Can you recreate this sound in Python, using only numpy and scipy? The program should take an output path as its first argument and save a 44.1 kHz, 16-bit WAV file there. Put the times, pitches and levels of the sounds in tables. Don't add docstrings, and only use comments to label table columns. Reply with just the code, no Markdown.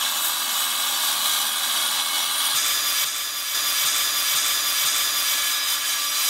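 import sys
import numpy as np
from scipy import signal
from scipy.fft import rfft, irfft, next_fast_len
from scipy.io import wavfile
from scipy.ndimage import uniform_filter1d

SR = 44100
rng = np.random.default_rng(int(sys.argv[2]) if len(sys.argv) > 2 else 0)


def dump_mix(stems):
    frames = np.atleast_2d(stems).T
    limited = np.clip(frames, -1, 1)
    pcm = np.round(limited * 32767).astype(np.int16)
    wavfile.write(sys.argv[1], SR, pcm)


def voltage_ratio(decibels):
    exponent = np.asarray(decibels, float) / 20
    return 10 ** exponent


N = 277564
T = np.arange(N) / SR

# time in seconds, turns per second.
HARD_SPEED = [
    (0, 81.2),
    (.98, 81.2),
    (1.08, 76.8),
    (1.3, 75.8),
    (1.6, 77.7),
    (1.95, 81),
    (2.3, 84.7),
    (2.55, 87.3),
]
# time in seconds, loudness of the whole cut in dB.
HARD_FEED = [(0, -24.5), (.45, -25), (1.19, -24.5), (1.26, -22.5), (1.38, -23), (1.57, -24.5), (1.78, -23),
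             (2.08, -24.5), (2.54, -23.5)]
# share in dB, dB gained per dB of feed, dB gained per dB of splash,
# drift in dB per second as the groove deepens.
HARD_LAYERS = [
    (-7.5, 1.17, -.1, -0.3),
    (-3.5, 1.62, -0.5, 0.26),
    (-6.5, 1.6, 0.44, -0.8),
    (-8.5, 2, 1.94, -1.4),
]
# pitch in Hz, width
# in Hz, level in dB.
HARD_MODES = [(829, 34, -10), (990, 40, -9), (1160, 130, -5), (1450, 60, -9), (1620, 78, -7),
              (2210, 40, -8), (2540, 40, -15), (2680, 51, -15), (2975, 45, -3), (3140, 60, -7),
              (3320, 110, -4), (3560, 60, -4), (3800, 50, -5), (3900, 45, -1.5), (4100, 70, -5),
              (4560, 51, -7), (4870, 170, -11), (5500, 56, -9), (5870, 79, -8), (6420, 60, -14),
              (6600, 72, -11), (6850, 90, -14),
              (7070, 29, -9), (7230, 45, -9), (7500, 46, -14), (7980, 44, -6), (8340, 190, -12),
            (8800, 60, -15), (9010, 54, -11), (9510, 87, -4), (9800, 150, -13), (10150, 200, -17),
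            (11050, 60, -12), (11280, 90, -10), (11700, 90, -11), (12100, 120, -14), (12500, 91, -12),
            (12900, 130, -11), (13600, 89, -12), (13900, 120, -16), (14350, 420, -12), (14930, 80, -16),
            (15620, 130, -15)]
# frequency in Hz, level in dB per Hz.
HARD_GRIT = [(260, -62), (450, -15), (900, -6), (1500, -7), (1900, -8.5), (2800, -11), (3600, 1),
             (4150, -8), (4300, -10.5), (9900, -8.5), (10500, -13.5), (11300, -4.5), (14600, -15),
             (15250, -15)]
# multiple of the turn rate, level in dB.
HARD_HUM = [(1, -76), (2, -67), (3, -56.5), (4, -61), (31, -51), (32, -48), (33, -49)]
# grit under the tones in dB, share of roughness that returns each turn (0-1), its memory (0-1),
# throb once a turn in dB, throb twice a turn in dB, scatter of chip sizes in dB, wander of each tone in dB,
# stiffening by spin (exponent).
HARD_FEEL = (-11, .35, .85, 2.2, .9, 1.8, 1.3, .03)


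def hard_cut(t):
    return saw(t, HARD_SPEED, HARD_FEED, HARD_LAYERS, HARD_MODES, HARD_GRIT, HARD_HUM, HARD_FEEL)


# time in seconds, turns per second.
LIGHT_SPEED = [
    (4.845, 101.2),
    (5.3, 100.1),
    (5.55, 99.9),
    (5.901, 97.74),
    (6.294, 97.1),
]
# time in seconds, loudness of the whole cut in dB.
LIGHT_FEED = [(4.85, -20.5), (5.04, -23), (5.12, -24.5), (5.31, -23), (5.56, -24.5), (5.62, -27),
              (5.82, -27), (6.11, -24.5), (6.29, -21.5)]
# share in dB, dB gained per dB of feed, dB gained per dB of splash,
# drift in dB per second as the groove deepens.
LIGHT_LAYERS = [
    (-8.5, 0.4, -.1, -0.31),
    (-4, 0.89, 0.081, -0.35),
    (-5.5, 1.36, -0.21, 0.42),
    (-8.5, 1.6, 0.71, .6),
]
# pitch in Hz, width in Hz, level in dB.
LIGHT_MODES = [(1170, 36, -6.5), (1090, 70, -15), (1330, 40, -13), (1688, 26, -9), (2275, 24, -7),
               (2430, 30, -12), (3070, 19, -6), (3130, 25, -8), (3330, 40, -8), (3490, 60, -6.5),
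               (3550, 80, -5.5), (3820, 30, -9), (3950, 50, -6), (4060, 25, -10), (4650, 25, -8),
               (4812, 22, -6), (5025, 36, -6), (5600, 19, -10), (5765, 22, -5), (5805, 25, -5),
               (6150, 30, -7.5), (6610, 22, -10), (6765, 30, -7), (6820, 28, -5), (6900, 40, -10),
               (7370, 50, -12), (7570, 30, -14), (7920, 36, -9), (8060, 30, -11), (8170, 25, -10),
             (8290, 30, -11), (8690, 75, -12), (9120, 43, -9), (9350, 40, -9), (9450, 40, -10),
             (9610, 35, -10), (10100, 36, -13), (10370, 45, -12), (10750, 60, -15), (11200, 100, -12),
             (11500, 45, -14), (11750, 72, -8), (12030, 35, -11), (12140, 45, -6), (12420, 30, -13),
             (12700, 60, -10), (13100, 56, -12), (13670, 40, -5), (14100, 40, -11), (14450, 80, -16),
             (14750, 70, -14), (15650, 150, -20)]
# frequency in Hz, level in dB per Hz.
LIGHT_GRIT = [(260, -52), (450, -21.5), (1000, -13), (1300, -9), (2000, -8.5), (3500, -7), (4200, -11.5),
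              (4900, -6.5), (5200, -12), (6500, -8.5), (7700, -18), (10500, -19.5), (13000, -12),
              (15400, -18.5)]
# multiple of the turn rate, level in dB.
LIGHT_HUM = [(0.999, -66.5), (2, -71), (2.999, -56.5), (4.549, -64), (5.5, -61.5), (6.002, -58)]
LIGHT_FEEL = (-10, .22, .9, .4, 1.4, 1.8, 1.5, .2)


def light_cut(t):
    return saw(t, LIGHT_SPEED, LIGHT_FEED, LIGHT_LAYERS, LIGHT_MODES, LIGHT_GRIT, LIGHT_HUM, LIGHT_FEEL)


def saw(t, speed, feed, layers, modes, grit, hum, feel):
    grit_db, share, memory, once_db, twice_db, chip_db, wander_db, stiffening = feel
    bite_db, splash_db = surges(t)
    feed_db = np.interp(t, *np.transpose(feed)) + bite_db
    depth = t - t.mean()
    rate = np.interp(t, *np.transpose(speed))
    turns = np.cumsum(rate) / SR
    force = rim(turns, share, memory, once_db, twice_db, chip_db)
    clock = 2 * np.pi * np.cumsum((rate / rate.mean()) ** stiffening) / SR
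    blade = blade_ring(force, clock, depth, modes, wander_db)
    loose = colour(force * rng.choice([-1, 1], len(t)), grit)
    bands = split(blade + voltage_ratio(grit_db) * loose)
    cut = balance(bands, layers, feed_db, splash_db, depth)
    return cut + singing(t) + motor(turns, hum)


def rim(turns, share, memory, once_db, twice_db, chip_db):
    share, memory = np.clip([share, memory], 0, .98)
    fresh = rng.standard_normal((400, 512))
    worn = signal.lfilter([np.sqrt(1 - memory ** 2)], [1, -memory], fresh, axis=0)
    bumps = worn[100:].ravel()
    same = bumps[(turns * 512).astype(int)]
    sizes = voltage_ratio(chip_db * rng.exponential(size=len(turns)))
    chips = np.clip(rng.standard_normal(len(turns)) * sizes, -7, 7)
    force = np.sqrt(share) * same + np.sqrt(1 - share) * chips / chips.std()
    throb_db = once_db * np.cos(2 * np.pi * turns) + twice_db * np.cos(4 * np.pi * turns)
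    flutter_db = 1.1 * walk(16, len(turns)) + 0.85 * walk(50.07, len(turns))
    return force * voltage_ratio(throb_db + flutter_db)


COVERED_DB_PER_S = {9510: 3, 7070: -1, 7980: -1.5, 11280: 1.2, 11700: 1.2, 12500: -1.5, 12900: -2, 13600:
                    -2, 13900: -2, 14350: -2, 1688: 2.5, 3330: -4, 3490: -2.5, 3550: -2.5, 3950: 2.5, 4060:
                    2, 4812: 1.5, 6150: -1.5, 2540: -2, 2680: -2, 2210: 1.5, 3320: 1, 3560: -1}


def blade_ring(force, clock, depth, modes, wander_db):
    blade = np.zeros(len(force))
    for hz, width_hz, db in modes:
        drive_db = wander_db * walk(9.35, len(force)) + COVERED_DB_PER_S.get(hz, 0) * depth
        blade += voltage_ratio(db) * ring(force * voltage_ratio(drive_db), hz * clock, width_hz)
    return blade


def ring(x, phase, width_hz):
    pole = np.exp(-1.4 * np.pi * width_hz / SR)
    carrier = np.exp(1j * phase)
    smooth = signal.lfilter([(1 - pole) ** 2], [1, -2 * pole, pole ** 2], x * carrier.conj())
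    return 2 * (smooth * carrier).real


BAND_EDGES_HZ = [520, 2500, 5300, 10300, 18000]


def split(x):
    size = next_fast_len(len(x))
    hz = np.arange(size // 2 + 1) * SR / size
    lows = [1 / (1 + (hz / edge) ** 12) for edge in BAND_EDGES_HZ]
    return irfft(rfft(x, size) * np.diff(lows, axis=0), size)[:, :len(x)]


def balance(bands, layers, feed_db, splash_db, depth):
    steady = bands / np.sqrt(uniform_filter1d(bands ** 2, SR // 12, axis=1))
    usual_db = feed_db.mean()
    cut = 0
    for band, (db, bite, wet, drift) in zip(steady, layers):
        cut = cut + band * voltage_ratio(usual_db + db + bite * (feed_db - usual_db) + wet * splash_db + drift * depth)
    return cut


# centre in seconds, length in seconds,
# extra bite in dB, extra splash in dB.
SURGES = [(.04, .12, 0.9, -2.5), (0.257, 0.088, 1, 2.5), (0.6, 0.15, 1.5, 0.5), (.86, 0.19, 1, 0),
          (1.07, .16, 1.7, 0), (1.476, 0.14, -0.5, 0.5), (1.8, 0.21, 0, -0.5), (1.992, 0.035, 1.3, -3.5),
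          (2.19, 0.1, 1.2, -0.5), (2.328, 0.19, -0.3, 0.5), (2.44, .14, 1, 0.5), (4.915, 0.11, -1, -7),
          (5.186, 0.056, 0.9, 2.5), (5.305, 0.08, .5, 3), (5.49, 0.045, 0.8, 4), (5.717, 0.11, 4.5, .8),
          (5.9, 0.13, 3, -2), (6.128, 0.12, -0.5, 0)]


def surges(t):
    total = np.zeros((2, len(t)))
    for s, length, bite_db, splash_db in SURGES:
        swell = np.exp(-.5 * ((t - s) / (length / 3)) ** 2)
        total += np.outer([bite_db, splash_db], swell)
    return total


# start in seconds, end in seconds, first pitch in Hz, last pitch in Hz,
# level in dB.
SINGING = [(1.22, 1.48, 3885, 3920, -32), (.55, .78, 3815, 3815, -39), (1.95, 2.3, 2205, 2210, -41),
           (2.15, 2.55, 2985, 3010, -39), (2.1, 2.55, 3280, 3340, -39), (4.8, 5.17, 5048, 5022, -35),
           (5.13, 5.42, 5022, 5015, -37), (4.8, 5.3, 1700, 1696, -44), (4.95, 5.45, 4815, 4812, -41),
           (5.22, 5.72, 1700, 1678, -38), (5.75, 6.1, 1675, 1665, -42), (5.25, 5.58, 2285, 2270, -41),
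           (4.93, 5.12, 2280, 2278, -42), (5.55, 5.8, 4800, 4790, -40), (2.2, 2.65, 9490, 9520, -38),
           (5.32, 5.5, 3975, 3972, -35), (5.48, 5.78, 3920, 3905, -34), (5.5, 5.75, 3135, 3120, -40),
           (5.44, 5.86, 5025, 5000, -35), (5.86, 6.35, 5000, 4975, -39), (6.13, 6.3, 4055, 4058, -38)]


def singing(t):
    out = np.zeros(len(t))
    for start, stop, from_hz, to_hz, db in SINGING:
        if not t[0] < stop < t[-1] + .1:
            continue
        on = (t > start) & (t < stop)
        along = (t[on] - start) / (stop - start)
        hz = from_hz + (to_hz - from_hz) * along + 4 * walk(22.4, on.sum())
        swell = np.sqrt(np.sin(np.pi * along)) * voltage_ratio(db + 1.5 * walk(27, on.sum()))
        out[on] += np.sqrt(2) * swell * np.sin(2 * np.pi * np.cumsum(hz) / SR)
    return out


def motor(turns, hum):
    tones = sum(voltage_ratio(db + 0.5 * walk(7.6, len(turns))) * np.sin(2 * np.pi * k * turns) for k, db in hum)
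    return np.sqrt(2) * tones


# time in seconds, pitch in Hz, time to fall 60 dB in seconds, level in dB.
KNOCK = (4.845, 135, .13, -41)


def knock(t):
    s, hz, t60, db = KNOCK
    age = np.maximum(t - s, 0)
    return voltage_ratio(db - 60 * age / t60) * np.sin(2 * np.pi * hz * age) * (1 - np.exp(-age / 0.0036))


# frequency in Hz, level in dB per Hz.
HARD_TRAY = [(15, -50), (25, -40), (70, -17.5), (130, -23.5), (240, -10), (330, -6), (440, -15.5),
             (600, -4.5), (780, -8), (1320, -99)]
LIGHT_TRAY = [(15, -57), (25, -30), (97, -10.5), (210, -19), (240, -15), (293, -8), (372, -12.5),
              (492, -11.5), (600, -5), (780, -10.5), (1320, -120)]
# time in seconds, level in dB.
HARD_TRAY_DB = [(0, -49.5), (1.2, -47.5), (2.55, -50)]
LIGHT_TRAY_DB = [(4.845, -47.5), (5.421, -49), (5.55, -54), (6.294, -53.5)]


def tray(t, spectrum, curve):
    rumble = colour(rng.standard_normal(len(t)), spectrum)
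    level_db = np.interp(t, *np.transpose(curve)) + 1.2 * walk(8.5, len(t))
    return rumble / rumble.std() * voltage_ratio(level_db)


def colour(x, spectrum):
    hz, db = np.transpose(spectrum)
    grid_hz = np.arange(1, 2050) * SR / 4096
    log_gain = np.interp(np.log(grid_hz), np.log(hz), db) * np.log(10) / 20
    cepstrum = irfft(log_gain)
    cepstrum[1:2048] *= 2
    cepstrum[2049:] = 0
    return signal.fftconvolve(x, irfft(np.exp(rfft(cepstrum))))[:len(x)]


def walk(rate, size):
    k = int(SR / rate)
    steps = np.repeat(rng.standard_normal(size // 100), k)[:size + k]
    return 0.85 * uniform_filter1d(uniform_filter1d(steps, k), k)[:size]


# start in seconds, moment of the light cut it plays from in seconds, gain in dB.
EDIT = [
    (2.546, 4.846, 0),
    (3.046, 4.846, -4.9),
    (3.546, 5.046, 0),
    (3.846, 4.846, 0),
    (4.346, 4.846, 0),
    (4.846, 4.846, 0),
]


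def scene():
    first, last = round(EDIT[0][0] * SR), round(EDIT[-1][0] * SR)
    out = np.zeros(N)
    out[:first] = hard_cut(T[:first]) + tray(T[:first], HARD_TRAY, HARD_TRAY_DB)
    light_t = T[last:]
    light = light_cut(light_t) + tray(light_t, LIGHT_TRAY, LIGHT_TRAY_DB) + knock(light_t)
    for start, source, db in EDIT:
        piece = light[round(source * SR) - last:]
        out[round(start * SR):][:len(piece)] = voltage_ratio(db) * piece
    return np.array([out, out])


# centre in seconds, low edge in Hz, high edge in Hz,
# level in dB.
SPREADS = [(1.056, 7600, 8950, -38), (1.963, 13100, 14450, -42), (2.868, 9650, 11000, -40),
           (3.633, 10300, 11700, -44), (4.608, 6250, 7550, -35), (4.888, 4250, 5200, -35),
           (4.935, 14500, 15700, -43), (5.517, 6250, 7550, -37)]


def spread():
    side, size = np.zeros(N), 1700
    hz = np.arange(size // 2 + 1) * SR / size
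    for s, low_hz, high_hz, db in SPREADS:
        hiss = irfft(rfft(rng.standard_normal(size)) * (hz > low_hz) * (hz < high_hz))
        burst = hiss / hiss.std() * signal.windows.hann(size)
        side[round(s * SR) - size // 2:][:size] += voltage_ratio(db + 0.5) * burst
    return side


def roll_off(x):
    return signal.sosfilt(signal.butter(12, 16310, fs=SR, output="sos"), x)


def record(dry):
    top = signal.ellip(12, .3, 60, 15740, fs=SR, output="sos")
    mix = signal.sosfilt(top, dry + spread() * np.array([[1], [-1]]))
    return roll_off(mix)


dry = scene()
out = record(dry)
dump_mix(out)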